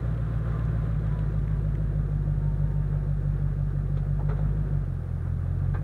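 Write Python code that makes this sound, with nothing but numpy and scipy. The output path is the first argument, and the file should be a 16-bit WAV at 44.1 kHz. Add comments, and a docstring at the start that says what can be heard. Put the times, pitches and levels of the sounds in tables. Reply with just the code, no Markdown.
"""V8 saloon reversing to a stop

A big V8 backs slowly up on an open road, tyres cracking grit, then idles; unequal exhaust pulses make it lope.
Valves tick, a gear whines faintly, a rub squeaks once. The selector clunks through its notches, the revs
sag as drive takes up, and the driveline knocks once. The camera adds hiss and a thin electric whistle."""
import sys
import numpy as np
from scipy import signal
from scipy.fft import rfft, irfft, next_fast_len
from scipy.io import wavfile
from scipy.ndimage import map_coordinates

SR = 44100
rng = np.random.default_rng(int(sys.argv[2]) if len(sys.argv) > 2 else 0)


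def bounce(signal):
    """Save signal as a 16-bit WAV file at the path given by the first command-line argument."""
    frames = np.transpose(np.atleast_2d(signal))
    limited = np.clip(frames, -1, 1)
    pcm = np.round(limited * 32767).astype(np.int16)
    wavfile.write(sys.argv[1], SR, pcm)


N = 257103

# background hiss spectrum (frequency [Hz], level [dB])
HISS_SPECTRUM = [(20, 26), (200, 17.5), (1000, 9), (4500, 6.5), (7000, 3), (10000, 1), (15500, -1.5)]
# tread on gritty asphalt (frequency [Hz], level [dB])
TREAD_SPECTRUM = [(150, 3), (450, 7.5), (720, 1.5), (950, -4.5), (1250, 2), (1700, -1.5), (2200, -13.5),
                  (2900, -19.5), (3900, -19), (4600, -32), (7000, -34), (12000, -42)]
# stones cracking (time [s], snap [dB], tick [dB])
STONE_CRACKS = [(.594, -45.5, -72), (.652, -64, -56), (1.069, -53, -67), (1.191, -43.5, -60.5),
                (1.391, -45.5, -66), (1.753, -46, -62)]
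# stone snap spectrum (frequency [Hz], level [dB])
SNAP_SPECTRUM = [(400, -8), (1000, 4.5), (1700, 14), (3300, 5.5), (5000, -15.5), (7000, -13), (12000, -29)]
# bright stone tick spectrum (frequency [Hz], level [dB])
TICK_SPECTRUM = [(1500, -24), (3800, 1.5), (6500, 0.5), (9000, -7), (14000, -18.5)]
# selector and driveline clunks (time [s], body [dB], knock [dB], rattle [dB], rise [s], t60 [s])
CLUNK_EVENTS = [(3.967, -43.5, -59, -56.5, 0.0065, 0.12), (4.193, -50, -39, -80, 0.0026, 0.17),
                (4.283, -34.5, -40.5, -59.5, 0.015, 0.19), (4.367, -48, -52, -62.5, 0.0032, 0.14),
                (4.39, -48, -43, -70.5, 0.0024, 0.1), (5.163, -56, -49, -78, 0.0027, 0.11),
                (5.736, -53.5, -44, -59.5, 0.014, 0.092)]
# underbody resonances (frequency [Hz], width [Hz], level [dB])
BODY_MODES = [(434, 59, 9.5), (610, 69, -9.5), (844, 34, -12.5), (1390, 250, -4.5), (1657, 87, -7),
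              (1960, 210, -18), (2470, 160, -25)]
# linkage resonances (frequency [Hz], width [Hz], level [dB])
LINKAGE_MODES = [(523, 167, 1), (710, 133, 2.5), (876, 59, 2.5), (1320, 67, -10.5)]
# drive shaft resonances (frequency [Hz], width [Hz], level [dB])
SHAFT_MODES = [(855, 85, 4.5), (1190, 115, 3.5), (1615, 81, 7), (2490, 73, -7.5)]
# spells of louder gear whine (start [s], length [s], gain [dB])
GEAR_SWELLS = [(.25, .55, 6.5), (1.003, .24, 8), (2.178, .82, 5)]
# crankshaft speed (time [s], speed [rpm])
CRANK_SPEED = [(0.0, 878.8), (0.35, 846.4), (0.62, 849.0), (1.37, 782.4), (1.8, 781.7), (2.13, 742.4),
               (2.68, 743.0), (3.04, 727.8), (3.89, 715.8), (4.06, 720.4), (4.57, 771.4), (5.02, 635.4),
               (5.43, 650.0), (5.83, 707.4)]
# louder tappets (crank angle [deg], level [dB])
TAPPET_HITS = [(12, 2.5), (152, -8.5), (250, 2.5), (315, -8), (382, -2.5), (467, -1.5), (575, -1)]
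# valve train and rattle spectrum (frequency [Hz], level [dB])
METAL_SPECTRUM = [(1200, -16.5), (2200, 3.5), (2900, -2.5), (3500, 3), (4100, 1), (4600, -16.5),
                  (6800, -13.5), (10000, -31)]
# valve train gain (idle [dB], revs [dB/doubling], drive [dB])
VALVE_GAIN = (-73, 14, 1.3)
# fan and belt spectrum (frequency [Hz], level [dB])
BAY_SPECTRUM = [(150, 4), (260, 5.5), (360, 7.5), (470, 4), (720, 1), (950, -8), (1200, -2.5), (1650, -5),
                (2100, -16.5), (2900, -25.5), (4500, -43)]
# fan and belt gain (idle [dB], revs [dB/doubling], drive [dB])
BAY_GAIN = (-47.5, 9.4, 1)
# hollow tailpipe barks, each cycle (crank angle [deg], level [dB], pitch [Hz], swell [s])
PIPE_BARKS = [(16, -1, 352, 0.0036), (75.5, -4.5, 475, .005), (148.5, 0.5, 310, 0.0029),
              (213.5, -2.5, 540, 0.005), (281.8, -5.5, 560, .007), (419.1, 0.5, 230, .005),
              (525, -8, 355, 0.013), (593, -1.5, 240, 0.0074), (645, -3.5, 390.6, 0.005),
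              (668, -8.5, 490, 0.0026)]
# tailpipe rasp gain (idle [dB], revs [dB/doubling], drive [dB])
RASP_GAIN = (-49, 20, 0.8)
# each cylinder's pulse leaving the pipe (crank angle [deg])
PULSE_ANGLES = [42.3, 136.1, 222.5, 315.5, 403.5, 491, 583.9, 671.8]
# manifold route per cylinder, same order (boom [dB], throb [dB], drone [dB], edge [dB])
MANIFOLD_ROUTES = [(-4, -0.3, -1.5, -11), (-1, -4.5, 2, 9), (0.2, -1.7, 1, 1), (-0.5, -0.1, 0.5, 8.5),
                   (1, 1, 3, -7), (1.9, -5, -8, 5.5), (-1.5, -6.5, 2.5, 8), (-0.9, 0.3, 0.3, -10.5)]
# boom, throb, drone and edge bands (frequency [Hz])
ROUTE_BANDS = [60, 100, 150, 230]
# silencer and tailpipe response (frequency [Hz], gain [dB])
PIPE_RESPONSE = [(15, 7), (36, 15), (50, 28.5), (66, 21.5), (88, 26.5), (102, 24), (116, 26.5), (126, 24),
                 (149, 29), (170, 13), (200, 6), (260, -7.5), (500, -27.5), (3000, -74)]
# silencer resonance under load (frequency [Hz], width [Hz], level [dB])
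LOAD_MODES = [(83.8, 34, -1)]
# exhaust boom gain (idle [dB], revs [dB/doubling], drive [dB])
BOOM_GAIN = (-0.5, 14.8, 1.0)

DRIVE_AT_S, TAKE_UP_S = 4.7, 0.72


def amp(db):
    return 10 ** (np.asarray(db) / 20)


def unit(x):
    return x / np.sqrt(np.mean(x ** 2) + 1e-20)


def ramp(start_s, length_s):
    """Linear rise from 0 to 1."""
    return np.clip((np.arange(N) / SR - start_s) / length_s, 0, 1)


def burst(start_s, rise_s, t60_s):
    """Linear rise, exponential decay."""
    t = np.arange(N) / SR - start_s
    return ramp(start_s, rise_s) * amp(-60 * np.maximum(t - rise_s, 0) / t60_s)


def wobble(rate_hz):
    """Smooth random curve."""
    knots = rng.standard_normal(int(N * rate_hz / SR) + 4)
    return map_coordinates(knots, [np.arange(N) * rate_hz / SR])


def coloured(x, points, size=65536):
    """Minimum-phase filter through (frequency [Hz], gain [dB]) points."""
    hz, db = np.transpose(points)
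    gain = amp(np.interp(np.log(np.fft.rfftfreq(size, 1 / SR) + 1), np.log(hz), db))
    cepstrum = irfft(np.log(gain))
    cepstrum[1:size // 2] *= 2
    cepstrum[size // 2 + 1:] = 0
    impulse_response = irfft(np.exp(rfft(cepstrum)))[:size // 2]
    return signal.fftconvolve(x, impulse_response)[:N]


def resonate(x, modes):
    """Parallel resonances of alternating sign (frequency [Hz], width [Hz], level [dB])."""
    size = next_fast_len(N + SR // 2)
    f = np.fft.rfftfreq(size, 1 / SR)
    response = sum((-1) ** k * amp(db) * 1j * f * width / (hz * hz - f * f + 1j * f * width)
                   for k, (hz, width, db) in enumerate(modes))
    return irfft(rfft(x, size) * response, size)[:N]


def noise(spectrum):
    """Coloured noise, rms 1."""
    return unit(coloured(rng.standard_normal(N), spectrum))


def ringing(modes, tilt):
    """Resonant noise, rms 1."""
    return unit(coloured(resonate(rng.standard_normal(N), modes), tilt))


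def strokes(turns, angle_deg, db, scatter_db):
    """One impulse every two crank turns."""
    at = np.searchsorted(turns, np.arange(angle_deg / 360, turns[-1], 2))
    return np.bincount(at, amp(db + scatter_db * rng.standard_normal(len(at))), N)


def puffs(impulses, rise_s):
    """A short swell per impulse."""
    u = np.arange(SR // 10) / SR / rise_s
    return signal.fftconvolve(impulses, u * np.exp(1 - u))[:N]


def reversing(speed_m_s=1.56, brake_at_s=0.99, braking_s=1, stop_m=3.9):
    """Even braking: pace (1 rolling, 0 stopped) and 1/distance gain (1 at the stop)."""
    roll = 1 - ramp(brake_at_s, braking_s)
    travelled_m = speed_m_s * np.cumsum(roll) / SR
    return roll, stop_m / (stop_m + travelled_m[-1] - travelled_m)


def effort(rpm, gains, idle_rpm=750):
    """Gain of an engine part, rising with revs and drive load."""
    idle_db, revs_db, drive_db = gains
    return amp(idle_db + revs_db * np.log2(rpm / idle_rpm) + drive_db * ramp(DRIVE_AT_S, TAKE_UP_S))


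def camera(hiss_db=-69, whistle_db=-80, whistle_hz=9096.1, buzz_hz=38.55):
    """Open air, camera hiss and a whistle that buzzes as its phase flips."""
    t = np.arange(N) / SR
    polarity = np.tanh(12 * np.sin(2 * np.pi * buzz_hz * t))
    whistle = unit(np.sin(2 * np.pi * whistle_hz * t) * polarity)
    return amp(whistle_db) * whistle + amp(hiss_db) * noise(HISS_SPECTRUM)


def tyres(roll, tread_db=-48, uneven_db=1.7):
    """Tread rustles on the road in proportion to pace."""
    return roll * amp(tread_db + uneven_db * wobble(12.18)) * noise(TREAD_SPECTRUM)


def grit(roll, grains_per_s=60, crunch_db=-62, spread_db=3.0):
    """Stones snap under the tyres; fine grains crunch while they roll."""
    snap, tick = noise(SNAP_SPECTRUM), noise(TICK_SPECTRUM)
    stones = sum(burst(at_s, rise_s=0.00026, t60_s=0.012) * (amp(snap_db) * snap + amp(tick_db) * tick)
                 for at_s, snap_db, tick_db in STONE_CRACKS)
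    hits = rng.random(N) < roll * grains_per_s / SR
    grains = hits * amp(crunch_db + spread_db * rng.standard_normal(N))
    return stones + puffs(grains, rise_s=0.0011) * snap


def clunks(jolt_db=-29, jolt_hz=31, shaft_db=-40):
    """Linkage knocks, shakes the underbody and rattles; the last clunk rings the shaft, rocks the car."""
    body = ringing(BODY_MODES, tilt=[(150, -13.5), (400, 4), (2500, 5), (5000, -11.0)])
    knock, shaft = (ringing(m, tilt=[(2500, 5.5), (5000, -31)]) for m in (LINKAGE_MODES, SHAFT_MODES))
    rattle = noise(METAL_SPECTRUM)
    out = np.zeros(N)
    for at_s, body_db, knock_db, rattle_db, rise_s, t60_s in CLUNK_EVENTS:
        blend = amp(body_db) * body + amp(knock_db) * knock + amp(rattle_db) * rattle
        out += burst(at_s, rise_s, t60_s) * blend
    last_s = CLUNK_EVENTS[-1][0]
    jolt = amp(jolt_db) * np.sin(2 * np.pi * jolt_hz * (np.arange(N) / SR - last_s))
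    return out + burst(last_s, rise_s=0.016, t60_s=0.16) * (jolt + amp(shaft_db) * shaft)


def rub(roll, hz=1182, width_hz=45, rest_db=-69.5, roll_db=10, squeak_db=-43.5):
    """Light rub at a steady pitch, louder when rolling; catches once in a squeak."""
    mode = [(hz, width_hz, 0)]
    tone = unit(resonate(resonate(rng.standard_normal(N), mode), mode))
    squeak = amp(squeak_db) * burst(start_s=0.52, rise_s=0.0062, t60_s=0.22)
    return tone * (amp(rest_db + roll_db * roll) + squeak)


def gear_whine(turns, roll, teeth=74, rest_db=-69.5, roll_db=6, waver_db=3.5, edge_s=0.07):
    """Gear mesh sings in step with the crank, louder when rolling and in spells."""
    mesh = np.sqrt(2) * np.sin(2 * np.pi * teeth * turns + 0.8 * wobble(40))
    swell_db = sum(db * (ramp(start_s, edge_s) - ramp(start_s + length_s, edge_s))
                   for start_s, length_s, db in GEAR_SWELLS)
    return mesh * amp(rest_db + roll_db * roll + swell_db + waver_db * wobble(14))


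def valve_train(turns, tick_depth=0.96):
    """Tappets tick over a steady mechanical hiss."""
    taps = sum(strokes(turns, angle_deg, db, scatter_db=1.5) for angle_deg, db in TAPPET_HITS)
    envelope = 1 + tick_depth * puffs(taps, rise_s=0.002)
    return unit(coloured(rng.standard_normal(N) * envelope, METAL_SPECTRUM))


def engine_bay(turns, flutter_db=1.08, throb_db=0.1):
    """Fan and belts rush, throbbing slightly at four firings a turn."""
    throb = np.cos(2 * np.pi * 4 * turns)
    return noise(BAY_SPECTRUM) * amp(flutter_db * wobble(25) + throb_db * throb)


def rasp(turns, roughness=0.4):
    """Short tailpipe rings, part clean tone, part turbulent gas."""
    out, t = np.zeros(N), np.arange(SR // 10) / SR
    for angle_deg, db, hz, swell_s in PIPE_BARKS:
        kicks = strokes(turns, angle_deg, 0, scatter_db=0.8)
        gas = unit(puffs(kicks, rise_s=0.0035) * rng.standard_normal(N))
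        ring = t * np.exp(-t / swell_s) * np.sin(2 * np.pi * hz * t)
        out += amp(db) * unit(signal.fftconvolve(unit(kicks) + roughness * gas, ring)[:N])
    return unit(out)


def exhaust(turns, strength, dip_db=-8.5, gap_depth=0.91, gap_deg=100, gap_sharpness=8.2):
    """Eight unequal pulses a cycle, each coloured by its manifold route, boom through the pipe."""
    pulses = sum(coloured(strokes(turns, angle_deg, 0, scatter_db=0.9), list(zip(ROUTE_BANDS, route)))
                 for angle_deg, route in zip(PULSE_ANGLES, MANIFOLD_ROUTES))
    dip = amp(dip_db * ramp(start_s=5.77, length_s=0.06))  # just after the last knock
    boom = coloured(pulses * strength * dip, PIPE_RESPONSE)
    boom += ramp(DRIVE_AT_S, TAKE_UP_S) * resonate(boom, LOAD_MODES)
    # once a cycle the two banks oppose and the drone drops out
    drone = resonate(boom, [(149, 57, 0.012)])
    gap = np.exp(gap_sharpness * (np.cos(np.pi * turns - np.radians(gap_deg) / 2) - 1))
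    return boom - gap_depth * (gap - gap.mean()) * drone


def scene():
    """Mono mix; exhaust, engine and whines grow as the car nears."""
    rpm = np.interp(np.arange(N) / SR, *np.transpose(CRANK_SPEED))
    turns = np.cumsum(rpm) / 60 / SR
    roll, near = reversing()
    pipe = exhaust(turns, effort(rpm, BOOM_GAIN)) + effort(rpm, RASP_GAIN) * rasp(turns)
    engine = effort(rpm, BAY_GAIN) * engine_bay(turns) + effort(rpm, VALVE_GAIN) * valve_train(turns)
    whines = gear_whine(turns, roll) + rub(roll)
    return (near * (pipe + engine + whines) + tyres(roll) + grit(roll) + clunks() + camera())[None]


def record(dry, low_hz=14, top_hz=15720):
    """Camera passband: deepest rumble rolled off, hard cut at the top."""
    size = next_fast_len(N + SR // 2)
    f = np.fft.rfftfreq(size, 1 / SR)
    passband = f ** 4 / (f ** 4 + low_hz ** 4) * (f < top_hz)
    return irfft(rfft(dry, size) * passband, size)[..., :N]


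dry = scene()
out = record(dry)
bounce(out)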